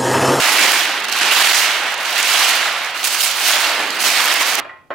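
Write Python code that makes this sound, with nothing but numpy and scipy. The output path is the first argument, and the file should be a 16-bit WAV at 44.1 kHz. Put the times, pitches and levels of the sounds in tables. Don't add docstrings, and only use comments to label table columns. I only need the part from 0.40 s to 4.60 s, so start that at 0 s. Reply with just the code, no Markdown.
import sys
import numpy as np
from scipy import signal
from scipy.fft import rfft, irfft, next_fast_len
from scipy.io import wavfile
from scipy.ndimage import uniform_filter1d, minimum_filter1d, map_coordinates

SR = 44100
rng = np.random.default_rng(int(sys.argv[2]) if len(sys.argv) > 2 else 0)


def gain_from_decibels(decibels):
    exponent = np.asarray(decibels, float) / 20
    return 10 ** exponent


def unload_audio(sound):
    columns = np.transpose(np.atleast_2d(sound))
    steps = np.round(np.clip(columns, -1, 1) * 32767)
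    wavfile.write(sys.argv[1], SR, steps.astype(np.int16))


N = 185264
LEAD = 2 * SR
M = N + LEAD


def unit(x):
    return x / np.sqrt(np.mean(x ** 2) + 1e-20)


def along(points, hz):
    f, v = np.transpose(points)
    return np.interp(np.log(hz + 1), np.log(f + 1), v)


def wobble(rate):
    knots = rng.standard_normal(int(M * rate / SR) + 4)
    return map_coordinates(knots, [np.arange(M) * rate / SR])


def filtered(x, response):
    m = next_fast_len(x.shape[-1] + 8192)
    spectrum = rfft(x, m) * response(np.fft.rfftfreq(m, 1 / SR))
    return irfft(spectrum, m)[..., :x.shape[-1]]


def coloured(x, spectrum):
    return unit(filtered(x, lambda hz: gain_from_decibels(along(spectrum, hz))))


def tilted(x, split_hz, tilt_db):
    low = filtered(x, lambda hz: 1 / (1 + (hz / split_hz) ** 4))
    return gain_from_decibels(tilt_db) * low + gain_from_decibels(-tilt_db) * (x - low)


def grains(spike_db, clump_db):
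    spikes_db = spike_db * rng.exponential(size=M)
    clumps_db = clump_db * wobble(60) + clump_db * 0.24 * wobble(250)
    return rng.standard_normal((2, M)) * gain_from_decibels(spikes_db + clumps_db)


def patchy(x, depth_db):
    z = signal.stft(x, nperseg=256)[2]
    field = uniform_filter1d(rng.standard_normal(z.shape[1:]), size=4, axis=0)
    field = uniform_filter1d(field, size=8, axis=1)
    return signal.istft(z * gain_from_decibels(depth_db * unit(field)), nperseg=256)[1][:, :M]


# frequency in Hz, relative density in dB per Hz.
AIR_SPECTRUM = [(12, -59), (20, -28), (140, -9), (250, -4.5), (320, -35), (550, -120)]
# frequency in Hz, mean amplitude in dB before the stereo stage.
HUM_TONES = [(107, -67.5)]


def background():
    t = np.arange(M) / SR
    hum = 0
    for hz, db in HUM_TONES:
        level = gain_from_decibels(db + 2 * wobble(5))
        hum = hum + level * np.sin(2 * np.pi * hz * t + 1.2 * wobble(6))
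    air = coloured(rng.standard_normal((2, M)), AIR_SPECTRUM)
    return hum + gain_from_decibels(-58.5 + 3.0 * wobble(7)) * air


# frequency in Hz, time to decay by 60 dB in seconds (at least .05).
SHED_DECAY = [(200, 3.1), (1500, 2.53), (4000, 0.92), (8000, 0.21), (15000, 0.048)]


def shed(x):
    hz, t, z = signal.stft(x[0], SR, nperseg=256)
    decay_s = np.clip(along(SHED_DECAY, hz), .05, 4)[:, None]
    linger = gain_from_decibels(-120 * t / decay_s)
    linger = linger * (t > .018) / linger.sum(axis=1, keepdims=True)
    power = np.abs(signal.fftconvolve(np.abs(z) ** 2, linger, axes=1)[:, :len(t)])
    noise = signal.stft(rng.standard_normal((2, M)), SR, nperseg=256)[2]
    carrier = unit(np.abs(noise)) * np.exp(1j * np.angle(noise))
    echo = signal.istft(carrier * np.sqrt(power), SR, nperseg=256)[1][:, :M]
    return x + gain_from_decibels(-2.0) * echo


# frequency in Hz, relative density in dB per Hz.
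RATTLE_SPECTRUM = [(180, -47), (300, -21.5), (499, -20), (548, -15), (680, -7), (734, -6.5), (781, -8),
                   (2230, -0.5), (12000, -20), (15600, -53), (22000, -120)]
# frequency in Hz, relative density in dB per Hz.
TICK_SPECTRUM = [(1500, -38), (3500, -6.5), (6000, 0), (10000, -6), (15700, -6.5)]
# start in seconds, relative strength in dB, dull part over the bright
# part in relative dB, thickness as a bass tilt in dB (held at -2.5 or more).
CREASE_SNAPS = [(0.319, -6, -15, 6), (0.5404, -29, 1, 0.3), (0.6434, -13.5, -5, 7.5), (0.6844, -16, -8, 5),
                (0.697, -14, -6, 0.3), (0.7254, -9, -4, 7), (0.7674, -20, -6, 0.3), (0.786, -18, 13, 0.3),
                (0.799, -12.5, 13, 0.3), (0.8134, -23, -7, 0.3), (0.8574, -13, 12, 0.3),
                (0.95, -9, -3, 0.3), (1.542, -11.5, -11, 0.3), (1.6104, -16, 2, 0.3),
                (1.6951, -16, 11, 0.3), (1.711, -14, 6, 0.3), (1.736, -17, 9, -1), (1.7579, -16, -1, 0.3),
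                (1.829, -5.5, -9, 7), (2.4468, -16.5, 4, 6.5), (2.4614, -23, -1, 0.3), (2.5606, -22, -1, 1),
                (2.6312, -10, 7, 2), (2.727, -13, 2, -8), (2.7876, -13, -8, -1), (3.5049, -14.5, 13, 10),
                (3.5488, -18, 0, 0.3), (3.572, -23, -4, 0.3), (3.604, -15, -10, 11), (3.6299, 0, -8, 4),
                (3.683, 0, -3, 0.3), (3.815, -9, -8, -15), (3.8557, -1, -19, -8), (3.9398, -2.5, -20, -2.3),
                (4.0294, -6, -5, 4), (4.0648, -22, 3, 0.3), (4.1004, -11, -10, -3), (4.1533, -2, -7, -5)]


def snaps():
    bright, dull = np.zeros(M + SR), np.zeros(M + SR)
    t = np.arange(SR // 5) / SR
    burst = np.exp(-(t / .003) ** 2) + 0.53 * np.exp(-t / 0.0016)
    for s, db, dull_db, _ in CREASE_SNAPS:
        span = slice(LEAD + round(s * SR), LEAD + round(s * SR) + len(t))
        bright[span] += gain_from_decibels(db - 13) * burst
        dull[span] += gain_from_decibels(db + dull_db - 21.0) * burst
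    s, thick_db = np.transpose(CREASE_SNAPS)[[0, -1]]
    latest = np.searchsorted(s, (np.arange(M) - LEAD) / SR) - 1
    thick_db = np.maximum(thick_db[np.clip(latest, 0, None)], -2.5)
    breaks = coloured(patchy(grains(1.5, .5), 2.2), TICK_SPECTRUM)
    folds = coloured(grains(2.1, 0.36), RATTLE_SPECTRUM)
    return bright[:M] * tilted(breaks, 9000, thick_db) + dull[:M] * folds


# time at full speed in seconds, speeding up in dB per second, time held in
# seconds, running out in dB per second, relative crackle level in dB. The swing scales both slopes.
ARM_PULLS = [(-.1, 40, 0.5, 95, -20), (.97, 35.5, 0.24, 68, -21.5), (1.88, 50, 0.24, 49.5, -21.5),
             (2.7, 72, 0.27, 58, -25), (3.07, 83, 0.086, 44, -20), (3.65, 127, .49, 57, -21.5)]


def strokes(t, swing):
    s, rise_db, held, fall_db, top_db = np.transpose(ARM_PULLS)[:, :, None]
    after = t - s
    rise = rise_db * np.minimum(after, 0)
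    sag = 6.5 * np.clip(after, 0, held)
    fall = fall_db * np.maximum(after - held, 0)
    return top_db + swing * (rise - sag - fall)


# start in seconds, length in seconds, relative crackle level in dB,
# relative rattle level in dB.
SHORT_RIPS = [(0.177, 0.061, -29, -10), (0.594, 0.0079, -59, -44), (0.716, 0.014, -25, -24),
              (0.812, 0.022, -31, -7.5), (0.91, 0.018, -19.5, -19), (1.023, 0.028, -35, -17),
              (1.649, 0.046, -31, -20), (1.456, 0.016, -41, -38), (1.777, 0.022, -20, -15.5),
              (2.08, 0.033, -22, -19), (2.15, .015, -21, -22), (2.64, 0.04, -19, -19.5),
              (2.725, .025, -31, -25), (2.804, 0.047, -22.5, -42), (2.857, .06, -27.5, -20),
              (2.96, 0.013, -26, -37), (3.36, 0.077, -33, -18.5), (3.051, 0.056, -21, -21),
              (3.6, 0.019, -27, -33), (3.874, .06, -48, -17), (4.006, 0.019, -22, -18),
              (4.185, .02, -27, -26)]
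# start in seconds, length in seconds, drop of the pulls in dB
CATCHES = [(0.05, .025, 4), (0.133, 0.034, 1), (0.613, 0.022, 10), (.655, 0.028, 14), (.703, 0.02, 13),
           (.748, 0.009, 2), (0.891, .025, 3), (1.058, .02, -5.5), (1.552, 0.024, 12), (1.811, 0.03, 5),
           (2.112, 0.018, 4), (2.516, 0.029, 6), (2.684, .02, 7), (2.755, 0.028, 1.5), (3.513, 0.016, 1),
           (3.575, .012, 7), (3.752, 0.01, 0), (3.936, .02, 4), (4.033, 0.024, 4), (4.159, .022, 10)]


def effort(t, swing, lag, over_db, count):
    s, length = np.transpose(SHORT_RIPS)[:2, :, None]
    onset = np.clip((t - s) / 0.0061 + .5, 0, 1)
    jerks = onset * np.exp(-np.maximum(t - s - length, 0) / 0.0058)
    jerks = jerks * gain_from_decibels(np.transpose(SHORT_RIPS)[count][:, None])
    s, length, drop_db = np.transpose(CATCHES)[:, :, None]
    caught = np.clip(np.minimum(t - s, s + length - t) / 0.0046 + .5, 0, 1)
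    caught_db = (drop_db * caught).sum(axis=0)
    pulls = gain_from_decibels(strokes(t - lag, swing) + over_db - swing * caught_db)
    return 10 * np.log10((pulls ** 2).sum(axis=0) + (jerks ** 2).sum(axis=0))


# frequency in Hz, relative density in dB per Hz.
FLAP_SPECTRUM = [(60, -69), (150, -13.5), (280, 5), (500, 0), (900, -2), (2000, -37)]


def flap(level_db):
    noise = coloured(rng.standard_normal((2, M)), FLAP_SPECTRUM)
    return gain_from_decibels(level_db - 6.0 + 1.27 * wobble(12)) * noise


def rattle(level_db, slack_db, jerk):
    folds = coloured(patchy(grains(2.6, 1.18), 1.42), RATTLE_SPECTRUM)
    folds = tilted(folds, 1720, slack_db + 0.53 * wobble(12))
    return gain_from_decibels(level_db - 2.0 + 0.98 * jerk) * folds


# frequency in Hz, relative density in dB per Hz.
CRACKLE_SPECTRUM = [(880, -34), (1500, -32), (2810, 3), (3360, -2), (4330, -1.5), (5380, -7.5),
                    (9240, -10.5), (15700, -15.5)]


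def crackle(level_db, fine_db, jerk):
    fibres = coloured(patchy(grains(2.3, 1.63), 2.4), CRACKLE_SPECTRUM)
    knots = gain_from_decibels(7.5 * np.maximum(wobble(420) - 1.4, 0))
    ticks = gain_from_decibels(-1.5) * coloured(patchy(knots * grains(4.1, 2.3), 1.8), TICK_SPECTRUM)
    return gain_from_decibels(level_db + 1.37 * jerk) * (tilted(fibres, 4800, -fine_db) + ticks)


# time in seconds, buckling as rattle
# over the crackle level of a full pull in relative dB, flapping over rattle in relative dB, slackness
# as a bass tilt in dB, fineness of the tear as a treble tilt in dB.
PAPER_STATE = [(0, 8, -19, 2, 1), (.2, 8.5, -12, 1.5, 5.5), (.45, 3, -22, -0.5, 1),
               (.68, 6.5, -24, -1, -2.5), (.9, 7.5, -14.5, 2, -4), (1.2, 7.5, -31, -0.5, 4),
               (1.5, 8, -15, -0.5, 1), (1.68, 9, -21, 1.5, -4), (1.87, 8, -21, -2, 2.5),
               (2.0, 7.5, -29, 0, 0), (2.25, 9.5, -21.5, 1.5, 1), (2.6, 3.5, -15, -4, 0.5),
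               (2.8, 2, -24, -0.5, 5), (3.0, 2, -23, -0.5, 0.5), (3.2, 4.5, -19.5, 3.5, -3),
               (3.4, 4, -8.5, 3, 2), (3.65, 5, -10.5, -1.5, 1), (3.8, 7.5, -23, 1.5, 2),
               (4.0, 6.5, -22, 1.5, 2), (4.2, 6, -12, 3.5, 0)]


def sheet():
    t = np.maximum(np.arange(M) - LEAD, 0) / SR
    s, *columns = np.transpose(PAPER_STATE)
    buckle_db, loose_db, slack_db, fine_db = [np.interp(t, s, column) for column in columns]
    crackle_db = effort(t, 1, 0, 0, count=-2)
    rattle_db = effort(t, 0.7, 0.013, buckle_db, count=-1)
    fine_db = fine_db + 0.55 * (crackle_db + 23)
    slack_db = slack_db - 0.35 * (rattle_db + 11.5)
    jerk = wobble(14)
    freed = rattle(rattle_db, slack_db, jerk) + flap(rattle_db + loose_db)
    return freed + crackle(crackle_db, fine_db, jerk)


# frequency in Hz, left-right likeness from 0 to 1.
LIKENESS = [(40, .92), (90, .985), (180, .996), (350, .991), (700, .978), (1400, .88), (2800, .76),
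            (5600, .43), (15000, .45)]
# frequency in Hz, left minus right in dB.
BALANCE = [(380, 0), (700, -.5), (1300, -2), (2400, -4.2), (4600, -7.8), (8100, -5.5), (15000, -5.6)]


def scene():
    paper = shed(sheet() + snaps())
    paper = filtered(paper, lambda hz: 1 / (1 + (190 / (hz + 1)) ** 6))

    def mid_and_side(hz):
        turn = np.arccos(np.clip(along(LIKENESS, hz), 0, 1)) / 2
        return np.array([np.cos(turn), np.sin(turn)])

    mid, side = filtered(paper + background(), mid_and_side)
    pair = np.array([mid + side, mid - side])
    return filtered(pair, lambda hz: gain_from_decibels(np.outer([.5, -.5], along(BALANCE, hz))))[:, LEAD:]


def roll_off(x):
    return signal.sosfilt(signal.butter(12, 16860, fs=SR, output="sos"), x)


def record(dry):
    x = filtered(dry, lambda hz: hz < 15800)
    need = np.minimum(1, .95 / (np.abs(x).max(axis=0) + 1e-9))
    gain = uniform_filter1d(minimum_filter1d(need, size=177), size=88)
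    return roll_off(x * gain)


dry = scene()
out = record(dry)
unload_audio(out)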